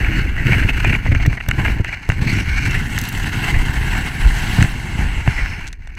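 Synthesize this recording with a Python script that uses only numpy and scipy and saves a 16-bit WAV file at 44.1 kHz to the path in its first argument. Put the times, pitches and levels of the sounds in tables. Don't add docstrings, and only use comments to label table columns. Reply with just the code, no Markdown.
import sys
import numpy as np
from scipy import signal
from scipy.fft import rfft, irfft
from scipy.io import wavfile
from scipy.ndimage import uniform_filter1d

SR = 44100
rng = np.random.default_rng(int(sys.argv[2]) if len(sys.argv) > 2 else 0)


def pcm_store(signal):
    levels = np.round(np.clip(np.atleast_2d(signal), -1, 1) * 32767)
    wavfile.write(sys.argv[1], SR, levels.astype(np.int16).T)


N = 263718
TIME = np.arange(N) / SR

# pitch_hz, width_hz, level_db
CASE_RINGING = [(1476, 270, -0.5), (1781, 320, -1.5), (2103, 270, -1), (2322, 410, -7.5), (2760, 410, -1.5),
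                (2930, 270, -5)]
# pitch_hz, width_hz, level_db
UPPER_RINGING = [(3105, 146, 7.5), (3574, 133, 4), (3650, 1190, 2.5), (4920, 1000, -3.5), (5050, 470, -6),
                 (6420, 900, -2), (7650, 385, 1.5), (8110, 390, -0.5), (9070, 500, -5), (10630, 330, -5),
                 (11900, 900, -15)]
# pitch_hz, level_db
POWDER_COLOUR = [(4000, -37), (8000, -28), (10000, -11), (11300, 4), (12600, 6), (14000, 3), (15500, -5)]
# start_s, level_db (before the shares of push and swing), pitch_hz,
# swings (number until nearly damped)
HULL_BUMPS = [(0.452, -7, 122, 6.6), (.519, -3.5, 141, 3.7), (0.648, 1, 70, 1.5), (.878, -5, 83, 2.2),
              (1.084, -3.5, 94.5, 4.3), (1.118, -2, 79.5, 2.8), (1.16, -3, 105, 3.3), (1.272, -4, 120, 4.3),
              (1.486, 0, 61.3, 0.99), (1.586, -7, 66, 2), (1.798, 0.5, 98.5, 1.7), (2.091, 0.5, 93, 1.7),
              (2.098, -8, 69.4, 1.5), (2.331, -8.5, 124, 6.3), (3.56, -1, 50, 2.1), (4.587, 0, 68, 2),
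              (4.617, 3.5, 114, 2), (4.642, -5, 82.5, 1.8), (4.99, -2, 60, 1.5), (5.042, -3.5, 56, 1.4),
              (5.276, -1, 113, 3.3)]


def from_db(db):
    return 10 ** (np.asarray(db) / 20)


def rms_one(x):
    return x / np.sqrt(np.mean(x ** 2) + 1e-20)


def in_time(rows):
    s, *columns = np.transpose(rows)
    return [np.interp(TIME, s, column) for column in columns]


def drift(rate):
    step = 20
    warm_up = 2000
    r = np.exp(-2 * np.pi * rate * step / SR)
    noise = rng.standard_normal(N // step + warm_up + 2)
    slow = signal.lfilter([1], [1, -2 * r, r * r], noise)[warm_up:]
    return np.interp(np.arange(N) / step, np.arange(len(slow)), rms_one(slow))


def cut(x, hz, kind, order=2):
    sections = signal.butter(order, min(hz, .45 * SR), kind, fs=SR, output="sos")
    return signal.sosfilt(sections, x)


def colour(spectrum, size=8192):
    hz, db = np.transpose(spectrum)
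    grid = np.maximum(np.arange(size // 2 + 1) * SR / size, 1)
    gain = from_db(np.interp(np.log(grid), np.log(hz), db))
    cepstrum = irfft(np.log(gain))
    cepstrum[1:size // 2] *= 2
    cepstrum[size // 2 + 1:] = 0
    return irfft(np.exp(rfft(cepstrum)))


def resonances(modes, size=2048):
    out = np.zeros(size)
    for k, (hz, width, db) in enumerate(modes):
        r = np.exp(-np.pi * width / SR)
        poles = [1, -2 * r * np.cos(2 * np.pi * hz / SR), r * r]
        ring = signal.lfilter([1, 0, -1], poles, signal.unit_impulse(size))
        out += (-1) ** k * from_db(db) * (1 - r * r) / 2 * ring
    return out


def through(force, response):
    return signal.oaconvolve(force, response / np.linalg.norm(response))[:N]


def grains(per_s, spread_db):
    sizes = from_db(spread_db * np.minimum(rng.exponential(1, N), 4))
    sizes = sizes * rng.choice([-1, 1], N)
    return rms_one(sizes * (rng.random(N) < per_s / SR))


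def evened(x, span_s):
    power = uniform_filter1d(x * x, max(int(span_s * SR), 2))
    return x / np.sqrt(np.abs(power) + 1e-9)


def strikes(times, levels_db, response, rattle, rattle_s):
    t = np.arange(SR // 20) / SR
    force = np.zeros(N + SR)
    for s, db in zip(times, levels_db):
        at = int(s * SR)
        rattling = rattle * rng.standard_normal(len(t)) * np.exp(-t / rattle_s)
        force[at:at + len(t)] += from_db(db) * (rattling + (t == 0))
    return signal.oaconvolve(force[:N], response / np.abs(response).max())[:N]


def wandering(force, modes, wander_db):
    out = np.zeros(N)
    for k, mode in enumerate(modes):
        ring = signal.oaconvolve(force, resonances([mode]))[:N]
        out += (-1) ** k * from_db(wander_db * drift(12.2)) * ring
    return out


def case_band(x):
    return cut(cut(x, 1726, "high", order=3), 2690, "low", order=6)


def swells(rows, edge_s):
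    out = 0
    for start, length, *heights in rows:
        inside = np.minimum(TIME - start, start + length - TIME)
        edge = max(min(edge_s, length / 2), .001)
        out = out + np.outer(heights, np.clip(inside / edge, 0, 1))
    return out


def ride():
    # start_s, level_db
    pressure_points = [(0, -21.5), (.2, -23), (.32, -29), (.46, -24), (.94, -22), (1.02, -27), (2.16, -30),
                       (2.28, -25), (2.7, -19), (2.86, -26.5), (3.45, -24.5), (4.6, -23.5), (4.76, -30),
                       (5.22, -26.5), (5.38, -24.5), (5.66, -31), (5.75, -49.5), (5.98, -37)]
    # start_s, loose_hiss_db, ploughing_drag_db, ground_rumble_db
    ground_points = [(0, -20.5, -14, -2), (.75, -18, -13.5, -0.5), (1.15, -19.5, -10.5, 0.5),
                     (1.7, -15.5, -7.5, 6.5), (1.95, -22.5, -10.5, -12.5), (2.22, -12.5, -10.5, 7),
                     (2.6, -18, -15.5, -4), (2.95, -8, -9.5, 2), (3.55, -10.5, -6.5, 2.5),
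                     (4.15, -11, -8.5, -3), (4.55, -6.5, -6, -0.5), (4.9, -10.5, -6.5, 3),
                     (5.35, -14.5, -9, -7.5), (5.95, -21.5, -12, -1.5)]
    # start_s, level_db
    airflow_points = [(0, -16.5), (.3, -19.5), (.6, -17.5), (1.7, -19), (2.0, -34), (2.2, -21),
                      (2.9, -23.5), (3.4, -24), (3.7, -20), (4.1, -22.5), (4.55, -17.5), (4.85, -28.5),
                      (5.1, -21), (5.98, -30.5)]
    # start_s, length_s, scrape_change_db, drag_change_db, rumble_change_db
    mound_rows = [(.15, 0.054, 4.5, -1, 5.5), (.45, 0.17, 6, 2.5, 7.5), (.68, 0.036, 5.5, 4, 7),
                  (.815, 0.14, 1.5, 0, 4), (1.07, 0.1, 0, -3, 7), (1.24, 0.055, -4, -12, 5.5),
                  (1.575, .07, 4.5, 9, 4), (1.635, 0.098, 6.5, 4.5, 2), (1.755, 0.042, -2.5, 0, 5),
                  (1.865, 0.036, 6.5, -6, 3), (1.92, 0.042, 8, -4, 7), (2.18, 0.081, 1, 4, 3),
                  (2.26, 0.14, 3.5, 0.5, 2.5), (3.25, 0.14, 1, -0.5, 0.5), (3.41, 0.11, 5.5, 4, 2),
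                  (3.9, 0.1, 3, 4.5, 2), (4.24, 0.045, 0.5, 4, 6), (4.57, 0.094, 1, 4.5, 9.5),
                  (4.975, 0.075, 4, 7, 6), (5.275, 0.047, 2, 1.5, -1)]
    # start_s, length_s, contact_loss_db
    skip_rows = [(.97, .09, 3), (1.335, 0.16, 8), (1.808, 0.037, 12), (1.96, 0.16, 3.5), (2.41, 0.067, 5),
                 (3.07, 0.072, 3), (4.08, .13, 2.5), (5.21, 0.057, 5.5)]
    # start_s, length_s, rise_db
    gust_rows = [(2.075, 0.037, 22), (3.52, .13, 7.5), (4.22, 0.091, 7.5), (5.0, 0.11, 7),
                 (5.39, 0.068, 11)]
    pressure_db, = in_time(pressure_points)
    loose_db, packed_db, firm_db = in_time(ground_points)
    air_db, = in_time(airflow_points)
    bite_db, plough_db, heave_db = swells(mound_rows, edge_s=0.015)
    lift_db, = swells(skip_rows, edge_s=0.028)
    gust_db, = swells(gust_rows, edge_s=0.034)
    scrape_db = pressure_db + bite_db - lift_db
    hiss_db = pressure_db + loose_db + 0.9 * bite_db - 0.77 * lift_db
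    drag_db = pressure_db + packed_db + plough_db - .9 * lift_db
    rumble_db = pressure_db + firm_db + heave_db - 1.37 * lift_db
    wind_db = air_db + gust_db - 1.4 * lift_db
    return scrape_db, hiss_db, drag_db, rumble_db, wind_db


def wind(wind_db):
    # pitch_hz, level_db
    wind_colour = [(8, -18), (22, 5.5), (40, 5.5), (65, 2), (90, -5.5), (140, -28), (400, -36),
                   (1500, -79.5)]
    air = evened(through(rng.standard_normal(N), colour(wind_colour)), 0.073)
    return air * from_db(wind_db + 2.4 * drift(5.4))


def shudder():
    decay_s = 0.013
    kicks = np.zeros(N)
    for s, db, *_ in HULL_BUMPS:
        kicks[int(s * SR)] = from_db(db - 14.5)
    return signal.lfilter([1], [1, -np.exp(-1 / (decay_s * SR))], kicks + 1e-18)


def shaking(rumble_db):
    # pitch_hz, level_db
    rumble_colour = [(40, -23), (75, -4), (110, 6), (145, 1.5), (200, -5), (260, -8.5), (350, -17.5),
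                     (500, -34), (900, -53.5), (2500, -98)]
    # pitch_hz, level_db
    clatter_colour = [(130, -22.5), (240, 3), (320, 2.5), (450, -8), (600, -13), (1000, -30.5),
                      (2500, -59.5)]
    # start_s, clatter_over_rumble_db
    hardness_points = [(0, -8.5), (.6, -10.5), (1.1, -13.5), (1.7, -11.5), (2.3, -15), (3, -15), (4.6, -15),
                       (5.5, -12)]
    hardness_db, = in_time(hardness_points)
    rumble = evened(through(grains(per_s=450, spread_db=4), colour(rumble_colour)), 0.0693)
    clatter = evened(through(grains(per_s=400, spread_db=3.0), colour(clatter_colour)), 0.088)
    strength = np.hypot(from_db(rumble_db - 0.5 + 2.1 * drift(15)), shudder())
    return (rumble + clatter * from_db(hardness_db)) * strength


def bumps():
    out = np.zeros(N)
    contact_s = 0.0022
    for s, db, hz, swings in HULL_BUMPS:
        at = int(s * SR)
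        t = TIME[:min(SR // 5, N - at)]
        contact = t / contact_s * np.exp(1 - t / contact_s)
        age = 5.86 * hz * t / max(swings, .5)
        swing = -np.sin(2 * np.pi * hz * t) * age * np.exp(1 - age)
        out[at:at + len(t)] += from_db(db) * (from_db(-7.5) * contact + from_db(-3.5) * swing)
    return cut(out, 950, "low")


def ticks(snap):
    # start_s, level_db (before a small trim), fine_top_db (over the click)
    tick_rows = [(1.2637, -16, -3), (1.4872, -27, 12), (2.0928, -23.5, -22), (2.711, -17, -23),
                 (2.9884, -15, -16), (3.039, -19.5, 0), (3.0884, -21, 6), (4.6253, -12.5, -22),
                 (5.6706, -24, -27), (5.6775, -20, -23), (5.685, -24, -30), (5.7287, -22, -23),
                 (5.874, -32.5, -35), (5.9524, -37, -25)]
    shower_start_s, shower_length_s = 2.98, .3
    turn, size, top = rng.random(size=(9, 3)).T
    fallen = ((np.arange(len(turn)) + turn) / len(turn)) ** 1.6
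    shower_s = shower_start_s + shower_length_s * fallen
    shower_db = -13 - 13 * fallen - 4 * size
    shower_top_db = -4 + 12 * (top - .5)
    shower = np.column_stack([shower_s, shower_db, shower_top_db])
    s, db, top_db = np.vstack([tick_rows, shower]).T
    click = strikes(s, db + .5, snap, rattle=0.057, rattle_s=0.0047)
    fine_top = strikes(s, db + top_db - 1.0, colour(POWDER_COLOUR), rattle=0.19, rattle_s=0.00069)
    return click + fine_top


def knocks(case, snap, hollow):
    # start_s, level_db, hollow_db and edge_db (both over level_db); all trimmed below
    knock_rows = [(0.365, -15, -22, -18), (0.468, -6.5, -29, -19), (.847, -6, -5.5, -17),
                  (.897, -10, -22, -30), (.930, -8.5, -17, -30), (1.063, -14, -2.5, -34),
                  (1.149, -6.5, -17, -22), (1.26, -10, -11.5, -24), (1.328, -13, -13, -22),
                  (1.409, -12, -19, -35), (1.463, -19, -12, -32), (1.488, -12, -9, -0.5),
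                  (1.512, -1, -27, -15), (1.649, -9.5, -16, -24), (1.846, -9.5, -16, -13),
                  (2.1, -4, -13, -19), (2.119, -11.5, -12, -13), (2.978, -6.5, -20, -13),
                  (3.243, -11, -18, -25), (4.626, -2, -28, -11), (4.648, -13.5, -26, -19),
                  (5.276, -6.5, -3, -30), (5.459, -11.5, -24, -16), (5.730, -25, -17, -15),
                  (5.873, -28.5, -7, -17)]
    s, db, hollow_db, edge_db = np.transpose(knock_rows)
    ring = strikes(s, db + 0.11, case, rattle=0.043, rattle_s=0.0029)
    body = strikes(s, db + hollow_db + .5, hollow, rattle=0.014, rattle_s=0.0025)
    edge = strikes(s, db + edge_db - 2, snap, rattle=0.38, rattle_s=0.00062)
    return ring + body + edge


def sprays():
    # start_s, length_s, level_db (before the final filters), pitch_hz
    spray_rows = [(0.138, .09, -39, 4400), (2.257, 0.076, -33, 4400), (2.32, 0.13, -40, 5600),
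                  (2.46, 0.36, -45.5, 5500), (5.28, 0.3, -44.5, 5300)]
    out = np.zeros(N)
    sizzle = grains(per_s=3400, spread_db=1.0) * from_db(3.0 * drift(50))
    for start, length, db, hz in spray_rows:
        flow, = swells([(start, length, from_db(db))], edge_s=0.021)
        band = through(sizzle, resonances([(hz, 280, 0)]))
        out += flow * evened(band, .06)
    return cut(cut(out, 2600, "high"), 5400, "low")


def crunches(case, upper, hollow):
    # start_s, level_db (before the mix below), length_s
    crunch_rows = [(.019, -14, 0.0091), (.045, -5.5, .011), (0.375, -11.5, 0.048), (0.52, 2.5, 0.008),
                   (0.529, -2, 0.014), (.541, -1, 0.013), (0.625, -5.5, 0.017), (.689, -5, .021),
                   (0.843, -3, 0.03), (0.895, -4, 0.016), (0.924, -5, 0.021), (.949, -1, 0.0092),
                   (1.072, -13, 0.024), (1.116, -5.5, 0.019), (1.149, -9, 0.023), (1.198, -11, 0.021),
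                   (1.249, -10, 0.028), (1.371, -11.5, 0.021), (1.402, -10.5, 0.014), (1.58, -12.5, 0.025),
                   (1.649, -4, 0.019), (1.659, -0.5, .009), (1.678, -4, 0.012), (1.889, -10.5, 0.012),
                   (1.926, -9.5, 0.031), (2.27, -12, .05), (2.386, -6, 0.0079), (2.742, -10.5, 0.049),
                   (3.541, -7.5, 0.031), (3.949, -10, 0.013), (4.606, -6, 0.015), (5.377, -9, 0.052)]
    rasp_hz, scatter_octaves = 2045, .13
    cracking = evened(grains(per_s=4400, spread_db=4), 0.0054)
    pressure, rasp = np.zeros(N), np.zeros(N)
    for s, db, length in crunch_rows:
        hz = rasp_hz * 2 ** (scatter_octaves * rng.standard_normal())
        at = int(s * SR)
        span = slice(at, min(at + SR // 8, N))
        age = (TIME[span] - TIME[span][0]) / max(length, .002)
        swell = from_db(db) * np.sin(np.pi * np.minimum(age, 1) ** 0.34)
        noise = rng.standard_normal(len(age))
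        ring = signal.fftconvolve(noise, resonances([(hz, 200, 0)]))[:len(age)]
        pressure[span] += swell
        rasp[span] += swell * evened(ring, 0.035)
    grit = from_db(-22.0) * evened(through(cracking, case), 0.0087)
    grit += from_db(-26.5) * through(cracking, hollow)
    grit += from_db(-40.5) * through(cracking, upper)
    return pressure * grit + from_db(-11) * case_band(rasp)


def sliding(scrape_db, hiss_db, drag_db):
    # start_s, unevenness_db (scaled into the flutter below),
    # powder_over_hiss_db, rasp_over_scrape_db
    snow_points = [(0, 1, -9, -10), (.9, 2.5, -9.5, -9), (1.4, 3.5, -12, 0.5), (1.67, 1, -9, -10),
                   (2.05, 2.5, -14, -3), (2.38, 2, -14, -3), (2.66, 2, -14, 1), (2.8, 2, -13, -26),
                   (4.4, 1, -13.5, -11), (5.22, 0, -18, -10), (5.32, -0.7, -18, -5), (5.95, 4, -10, -3.5)]
    # pitch_hz, width_hz, level_db
    hull_ringing = [(2203, 93, 7), (2390, 133, 3.5), (4230, 400, -12), (5370, 1100, -19.5),
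                    (6290, 270, -13)]
    # pitch_hz, level_db
    drag_colour = [(250, -7), (400, -4), (530, -17), (720, 0), (900, 2), (1100, -2.5), (1300, -14),
                   (1800, -4), (3000, -47)]
    uneven_db, powder_db, rasp_db = in_time(snow_points)
    grip_db = uneven_db * (1.1 * drift(37) + 0.21 * drift(240))

    crust = grains(per_s=6000, spread_db=2.0) * from_db(grip_db)
    scrape = evened(case_band(wandering(crust, CASE_RINGING, wander_db=1.5)), 0.091)
    slips = grains(per_s=4000, spread_db=5.0) * from_db(0.97 * grip_db)
    rasp = evened(through(slips, resonances(hull_ringing)), 0.2) * from_db(rasp_db)
    grinding = (scrape + rasp) / np.sqrt(1 + from_db(rasp_db) ** 2) * from_db(scrape_db - 3.5)

    ploughed = grains(per_s=4000, spread_db=3.0) * from_db(grip_db)
    drag = evened(through(ploughed, colour(drag_colour)), 0.106) * from_db(drag_db - 3.0)

    loose = grains(per_s=26000, spread_db=2.5) * from_db(1.04 * grip_db)
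    hiss = evened(cut(wandering(loose, UPPER_RINGING, wander_db=1.5), 2150, "high", order=3), 0.13)
    fine = grains(per_s=20000, spread_db=7.0) * from_db(0.55 * grip_db)
    powder = evened(through(fine, colour(POWDER_COLOUR)), 0.15)
    spilling = (hiss + powder * from_db(powder_db)) * from_db(hiss_db - 2.42)
    return grinding + drag + spilling


def scene():
    # pitch_hz, level_db
    thud_colour = [(120, -9), (280, -3.5), (480, -1), (700, 5.5), (950, 2), (1300, -10.5), (1800, -27),
                   (3000, -40)]
    # pitch_hz, level_db
    snap_colour = [(1500, -51), (3400, 5.5), (4300, 6.5), (5000, 0.5), (6200, 10.5), (7000, 2), (7900, 4),
                   (8700, -7), (9200, -2.5), (11000, -11), (16000, -22)]
    case = case_band(resonances(CASE_RINGING))
    upper = resonances(UPPER_RINGING)
    hollow, snap = colour(thud_colour), colour(snap_colour)
    scrape_db, hiss_db, drag_db, rumble_db, wind_db = ride()
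    low = wind(wind_db) + shaking(rumble_db) + bumps()
    hits = ticks(snap) + knocks(case, snap, hollow)
    snow = sprays() + crunches(case, upper, hollow) + sliding(scrape_db, hiss_db, drag_db)
    return (low + hits + snow)[None]


def record(dry):
    pressure = cut(dry, 4.9, "high", order=1)
    rounded = pressure / (1 + (pressure / .95) ** 6) ** (1 / 6)
    treble_cut = signal.ellip(10, .1, 90, 15700, fs=SR, output="sos")
    return signal.sosfilt(treble_cut, rounded)


dry = scene()
out = record(dry)
pcm_store(out)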